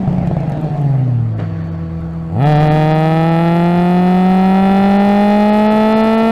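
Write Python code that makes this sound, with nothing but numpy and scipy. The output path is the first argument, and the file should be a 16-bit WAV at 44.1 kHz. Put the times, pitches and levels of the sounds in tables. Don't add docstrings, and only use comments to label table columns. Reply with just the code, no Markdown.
import sys
import numpy as np
from scipy import signal
from scipy.io import wavfile
from scipy.ndimage import uniform_filter1d

SR = 44100
rng = np.random.default_rng(int(sys.argv[2]) if len(sys.argv) > 2 else 0)


def inscribe(sig):
    pcm = np.round(np.clip(np.atleast_2d(sig).T, -1, 1) * 32767)
    wavfile.write(sys.argv[1], SR, pcm.astype(np.int16))


def gain_from_db(level_db):
    decades = np.asarray(level_db, float) / 20
    return 10 ** decades


N = 278271

# time in seconds, level in dB.
ROAD = [
    (0, -25),
    (.75, -26),
    (1.05, -29),
    (1.4, -33),
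    (2.35, -40.5),
    (2.62, -24),
    (3.0, -34.5),
    (4.2, -29.5),
    (5.0, -28),
    (6.31, -29.5),
]
CLUNK_S, CLUNK_RISE_S = 1.4, 0.02


def blend(pair, share):
    return pair[0] + (pair[1] - pair[0]) * share


def evened(x):
    return x / np.sqrt(np.mean(x ** 2) + 1e-20)


def columns(rows):
    s, *values = np.transpose(rows)
    return [np.interp(np.arange(N) / SR, s, v) for v in values]


def noise(spectrum, patchy_db):
    hz = np.fft.rfftfreq(1024, 1 / SR)
    a, b, patches = rng.standard_normal((N // 256 + 5, 513, 3)).T
    patches = uniform_filter1d(patches, size=8, axis=0)
    patches = evened(uniform_filter1d(patches, size=10, axis=1))
    f, db = np.transpose(spectrum)
    colour_db = np.interp(np.log(hz + 1), np.log(f + 1), db)[:, None]
    z = (a + 1j * b) * gain_from_db(colour_db + patchy_db * patches)
    return evened(signal.istft(z, nperseg=1024, noverlap=768)[1][:N])


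def drive():
    # time in seconds, firing rate in Hz, boom in dB, effort in dB.
    controls = [(0, 190.3, -18, -34), (.3, 171, -19.5, -32.5), (.7, 148.3, -22, -30.5),
                (.85, 140.9, -12.5, -27.5), (1.0, 129.4, -12.5, -34), (1.2, 116, -14.5, -39.5),
                (1.6, 97.3, -25, -56), (2.1, 75.3, -30, -42.5), (2.29, 80.54, -32, -39.5),
                (2.35, 97, -19, -25.5), (2.42, 138.9, -11, -15), (2.465, 148.5, -9, -11.5),
                (2.95, 156.2, -13, -13.5), (3.73, 174.2, -12, -16), (4.3, 186, -10, -16),
                (5.3, 206.4, -10.5, -13.5), (5.9, 217.9, -12, -13), (6.31, 226, -12.5, -14)]
    # start in seconds, rev swing in Hz.
    jolts = [
        (2.464, 3.0),
        (3.253, 1.7),
    ]
    jolts_per_s, fade_s = 7.2, .17
    shut_db, open_db = -21.5, -16.5
    hz, boom_db, effort_db = columns(controls)
    t = np.arange(N) / SR
    for s, swing_hz in jolts:
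        after_s = np.maximum(t - s, 0)
        hz = hz + swing_hz * np.sin(2 * np.pi * jolts_per_s * after_s) * np.exp(-after_s / fade_s)
    throttle = np.clip((effort_db - shut_db) / (open_db - shut_db), 0, 1)
    gear = np.clip((t - CLUNK_S) / CLUNK_RISE_S + 1, 0, 1)
    return hz, boom_db, effort_db, throttle, gear


def pipe(x, heat, floor_db=-42):
    # frequency in Hz, width in Hz, level in dB.
    resonances = [(220.4, 112, 8.5), (351.4, 60, -1), (465, 101, -2), (626.6, 75, 0), (745.4, 94, 3.5),
                  (832.7, 80, -1.5), (946, 28, -9), (1118, 150, -21.5), (1328, 163, -10), (1830, 154, -18),
                  (2034, 250, -22), (2496, 208, -20.5), (2904, 270, -24), (3478, 165, -23.5),
                  (4137, 165, -29), (5060, 130, -41)]
    hz = abs(np.fft.fftfreq(8192, 1 / SR))
    gain = gain_from_db(floor_db) / (1 + (hz / 2800) ** 6)
    for f, width_hz, db in resonances:
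        gain = gain + gain_from_db(db) / (1 + (2 * (hz - f * heat) / width_hz) ** 2)
    taps = np.fft.ifft(np.exp(np.conj(signal.hilbert(np.log(gain))))).real[:3000]
    return signal.oaconvolve(x, taps)[:N]


def boom(hz, turns, size_db, throttle):
    overtone_db, mode_hz, mode_width_hz, lag_rad = -16.5, 238, 52, .65
    size = gain_from_db(.45 * uniform_filter1d(size_db, size=300))
    tone = np.cos(2 * np.pi * turns - lag_rad) * size
    mode = 1 / (1 + (2 * (2 * hz - mode_hz) / mode_width_hz) ** 4)
    overtone = gain_from_db(overtone_db) * (1 - throttle) * mode * np.cos(4 * np.pi * turns)
    return -np.sqrt(2) * (tone + overtone)


def engine(hz, boom_db, bark_db, throttle):
    cylinders_db = [0.48, -0.49, 0.35, -0.46]
    uneven_db = blend((2.2, 1.05), throttle)
    sharp_db = blend((-9, 1.78), throttle) - 0.0053 * throttle * (hz - 185)
    wobble = evened(uniform_filter1d(rng.standard_normal(N), size=900))
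    turns = np.cumsum(hz * (1 + .0015 * wobble)) / SR
    firing = np.floor(turns + .5).astype(int)
    chance = np.clip(rng.standard_normal((2000, 2)), -1.6, 1.6)[firing]
    size_db = np.array(cylinders_db)[firing % 4] + uneven_db * chance[:, 0]

    mid_revs = np.exp(-((hz - 196.5) / 29.8) ** 2)
    shift_firings = blend((0.0079, 0.019), throttle * mid_revs)
    drift = shift_firings * np.sin(2 * np.pi * turns / 4 + 0.95)
    arrival = turns + .0014 * uneven_db ** 2 * uniform_filter1d(chance[:, 1], size=60)
    edge = gain_from_db(sharp_db) - 1
    pulses = 0
    for k in range(2, 32):
        level = 1 + edge * np.clip(k * hz / 200 - 4.5, 0, 1)
        pulses = pulses - level * np.cos(2 * np.pi * (k * arrival + min(k, 7) * drift))

    gas = np.diff(rng.standard_normal(N + 1)) * (.4 + np.exp(-(turns % 1) / .35))
    gas_db = 11 + sharp_db - .06 * throttle * (hz - 167)
    flow = pulses * gain_from_db(size_db) + gain_from_db(gas_db) * gas
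    hot = throttle * np.clip((hz - 150) / (190 - 150), 0, 1)
    bark = blend((pipe(flow, 0.98), pipe(flow, 1.005)), hot)
    bark /= np.sqrt(abs(uniform_filter1d(bark ** 2, size=6000)) + 1e-9)
    return gain_from_db(boom_db) * boom(hz, turns, size_db, throttle) + gain_from_db(bark_db) * bark, turns


def rumble(hz, throttle):
    # frequency in Hz, density in dB per Hz.
    rumble_colour = [(12, -42.5), (20, -3.5), (48, -2.5), (110, 2), (140, -34.5), (240, -120)]
    road_db, = columns(ROAD)
    level_db = -35.5 + .5 * (road_db + 32.5) - 0.0769 * throttle * (hz - 150)
    return gain_from_db(level_db) * noise(rumble_colour, patchy_db=2.5)


def clunk(gear):
    peak_db, fade_s = 7.5, 0.023
    after_s = np.maximum(np.arange(N) / SR - CLUNK_S, 0)
    return peak_db * gear * np.exp(-after_s / fade_s)


def roar(turns, throttle, gear):
    # frequency in Hz, density in dB per Hz.
    roar_colour = [(53, -49), (90, -24), (113, -6), (135, -15), (309, -14.5), (347, -24), (445, -17.5),
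                   (500, -43.5), (561, -17.5), (707, -18.5), (982, -34.5), (1820, -38), (9000, -68),
                   (11700, -101), (19800, -120)]
    # frequency in Hz, density in dB per Hz.
    rattle_colour = [(120, -42.5), (200, -10.5), (233, -9), (313, -18), (413, -22.5), (475, -14.5),
                     (580, -24.5), (646, -17), (894, -24.5), (1630, -25.5), (8000, -59.5), (10400, -90),
                     (17600, -120)]
    free, in_gear, loaded = 0.017, 0.71, 0.36
    road_db, = columns(ROAD)
    rattle = blend((blend((free, in_gear), gear), loaded), throttle)
    throb = 1 + 0.13 * np.cos(2 * np.pi * turns - .6)
    cabin = np.sqrt(1 - rattle) * noise(roar_colour, patchy_db=2.8)
    cabin = cabin + np.sqrt(rattle) * noise(rattle_colour, patchy_db=2.0)
    return gain_from_db(road_db + clunk(gear)) * throb * cabin


def intake(turns, hz, effort_db, throttle, gear):
    # frequency in Hz, density in dB per Hz.
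    hiss_colour = [(2650, -31), (4500, 8.5), (5120, -35), (6380, -9.5), (7340, -1), (11300, -0.5),
                   (15600, -13)]
    level_db = -52 + 0.53 * (effort_db + 14.5) + 0.0472 * throttle * (hz - 185) + clunk(gear)
    tilt_db = blend((-7, 1.5), throttle) - 1.5 * gear * (1 - throttle)
    puff_db = rng.standard_normal(2000)[np.floor(turns).astype(int)]
    puffs = (0.13 + np.exp(-(turns % 1) / 0.27)) * gain_from_db(puff_db)
    hiss = noise(hiss_colour, patchy_db=1.4)
    dull = signal.sosfiltfilt(signal.butter(2, 8500, fs=SR, output="sos"), hiss)
    hiss = dull + gain_from_db(2.2 * tilt_db) * (hiss - dull)
    return gain_from_db(level_db) * evened(puffs) * hiss


def pops():
    # start in seconds, peak in dB, treble in dB, thump in dB.
    burns = [(0.031, -24, -27, 4), (0.076, -12, -22, 4.5), (0.109, -23, -26, 6.5), (0.128, -17, -18, 2.5),
             (0.145, -19, -26, -5), (0.182, -14.5, -21, 5), (0.23, -17, -32, 4.5), (0.273, -13, -15, 0.5),
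             (0.312, -9, -36, -0.5), (0.367, -9.5, -24.5, -2), (0.404, -17, -17.5, -4),
             (0.433, -13.5, -25, -2), (0.477, -23.5, -23, 9.5), (0.52, -21, -10.5, 7.5),
             (0.574, -19.5, -15, 0), (0.644, -16, -19, -5), (0.776, -24, -16, -4), (0.814, -29, -24, -6),
             (1.399, -19, -18, -1.5)]
    # frequency in Hz, level in dB, t60 in seconds.
    modes = [(142.5, 9.5, 0.23), (174, 6, 0.12), (628, 8, 0.022), (765, -1.5, 0.038)]
    out, t = np.zeros(N + 6000), np.arange(6000) / SR
    for s, db, treble_db, thump_db in burns:
        ring = 0
        for f, mode_db, t60_s in modes:
            if f < 300:
                mode_db = mode_db + thump_db - 2.5
            detuned_hz = f * rng.uniform(.94, 1.034)
            ring = ring - gain_from_db(mode_db - 60 * t / t60_s) * np.sin(2 * np.pi * detuned_hz * t)
        crack = signal.lfilter([1, 0, -1], [1, -1.6, .72], rng.standard_normal(6000))
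        crack = signal.lfilter([.4], [1, -.6], crack) * gain_from_db(treble_db - 5.5 - 60 * t / 0.023)
        out[round(s * SR):][:6000] += gain_from_db(db - 6) * (ring * np.tanh(t / 0.0013) + crack)
    return out[:N]


def ticks():
    # start in seconds, peak in dB.
    trim = [(0.0603, -56), (0.0877, -52), (0.2657, -45.5), (0.2992, -59), (0.497, -39.5), (0.522, -46.5),
            (0.613, -42), (0.8155, -44.5), (0.848, -52), (1.1517, -62.5), (1.3798, -51.5), (1.6571, -58),
            (1.6704, -53.5), (1.716, -56), (1.746, -62), (1.7953, -60), (1.8387, -61.5), (2.0078, -51),
            (2.1111, -55), (2.1355, -56), (2.2897, -58)]
    out, t = np.zeros(N), np.arange(800) / SR
    for s, db in trim:
        out[round(s * SR):][:800] += rng.standard_normal(800) * gain_from_db(db - 60 * t / 0.016)
    return signal.sosfilt(signal.butter(2, [6000, 12500], "bandpass", fs=SR, output="sos"), out)


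def gearbox(throttle):
    # time in seconds, frequency in Hz, hum in dB.
    shaft = [
        (0, 162.6, -60),
        (.6, 160.7, -23),
        (1.29, 154.1, -27),
        (1.33, 167.2, -31),
        (1.45, 163, -21.5),
        (2.35, 164.6, -22),
        (2.6, 169.9, -23.5),
        (3.9, 196.9, -35.5),
        (6.31, 249, -45),
    ]
    # multiple of shaft frequency, level in dB.
    orders = [(.75, -17.5), (1, -0.5), (1.75, -17), (2, -7), (3, -11.5), (4, -15.5), (5, -22.5), (6, -26.5),
              (6.75, -21.5), (7, -23.5), (8, -25.5)]
    sync_s = 1.32
    free_db, in_gear_db, loaded_db = -37.5, -30.5, -32
    hz, hum_db = columns(shaft)
    synced = np.clip((np.arange(N) / SR - sync_s) / CLUNK_RISE_S + 1, 0, 1)
    mesh_db = blend((blend((free_db, in_gear_db), synced), loaded_db), throttle)
    wobble = evened(uniform_filter1d(rng.standard_normal(N), size=1500))
    turns = np.cumsum(hz * (1 + 0.003 * wobble)) / SR
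    hum = 0
    for k, db in orders:
        sway = evened(uniform_filter1d(rng.standard_normal(N), size=1200))
        base_db = mesh_db if k > 1 else hum_db
        level = gain_from_db(base_db + db + (0.95 + 0.27 * k) * sway)
        hum = hum + level * np.cos(2 * np.pi * k * turns + k * k)
    return np.sqrt(2) * hum


def whistle(throttle, gear):
    pitch_hz, level_db, rest_db, sag_db_per_s = 4480, -61, -71, 8
    t = np.arange(N) / SR
    sag_db = sag_db_per_s * (t - CLUNK_S)
    level_db = blend((rest_db, level_db - sag_db), gear * (1 - throttle))
    a, b = uniform_filter1d(uniform_filter1d(rng.standard_normal((2, N)), size=130), size=130)
    return gain_from_db(level_db) * evened(((a + 1j * b) * np.exp(2j * np.pi * pitch_hz * t)).real)


def scene():
    hz, boom_db, effort_db, throttle, gear = drive()
    exhaust, turns = engine(hz, boom_db, effort_db, throttle)
    air = rumble(hz, throttle) + roar(turns, throttle, gear) + intake(turns, hz, effort_db, throttle, gear)
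    return (exhaust + air + pops() + ticks() + gearbox(throttle) + whistle(throttle, gear))[None]


def top_cut(x):
    return signal.sosfilt(signal.butter(12, 15750, fs=SR, output="sos"), x)


def record(dry):
    # centre in seconds, length in seconds, edge in Hz, depth in dB.
    gaps = [(2.446, 0.018, 3810, -18), (2.544, 0.017, 5350, -13), (2.586, 0.024, 5430, -11.5),
            (2.694, 0.032, 4576, -63), (2.935, 0.025, 5440, -12), (3.306, 0.014, 5365, -17),
            (4.983, 0.02, 4830, -13), (5.514, 0.028, 5260, -14), (5.69, 0.035, 5614, -57),
            (5.945, 0.033, 5330, -55), (6.026, 0.019, 4630, -15), (6.165, 0.016, 4516, -16),
            (6.212, 0.01, 5220, -24.5), (1.353, 0.023, 4800, -9), (1.632, .012, 4600, -19),
            (1.705, 0.017, 4600, -17), (1.77, 0.015, 3324, -5)]
    knee, room = .46, .25
    x = np.where(dry < -knee, -knee - room * np.tanh((-dry - knee) / room), dry)
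    from_end = np.minimum(np.arange(N), np.arange(N)[::-1])
    x = x * np.clip(from_end / 90, 0, 1)
    hz, t, z = signal.stft(x, SR, nperseg=256)
    kept_db = 0
    for s, length_s, edge_hz, depth_db in gaps:
        inside = np.clip((length_s / 2 - abs(t - s)) / .003 + .5, 0, 1)
        above = np.clip((hz - edge_hz) / 200, 0, 1)
        kept_db = kept_db + depth_db * np.outer(above, inside)
    lost = signal.istft(z * (1 - gain_from_db(kept_db)), SR, nperseg=256)[1][:, :N]
    return top_cut(x - lost - .003)


dry = scene()
out = record(dry)
inscribe(out)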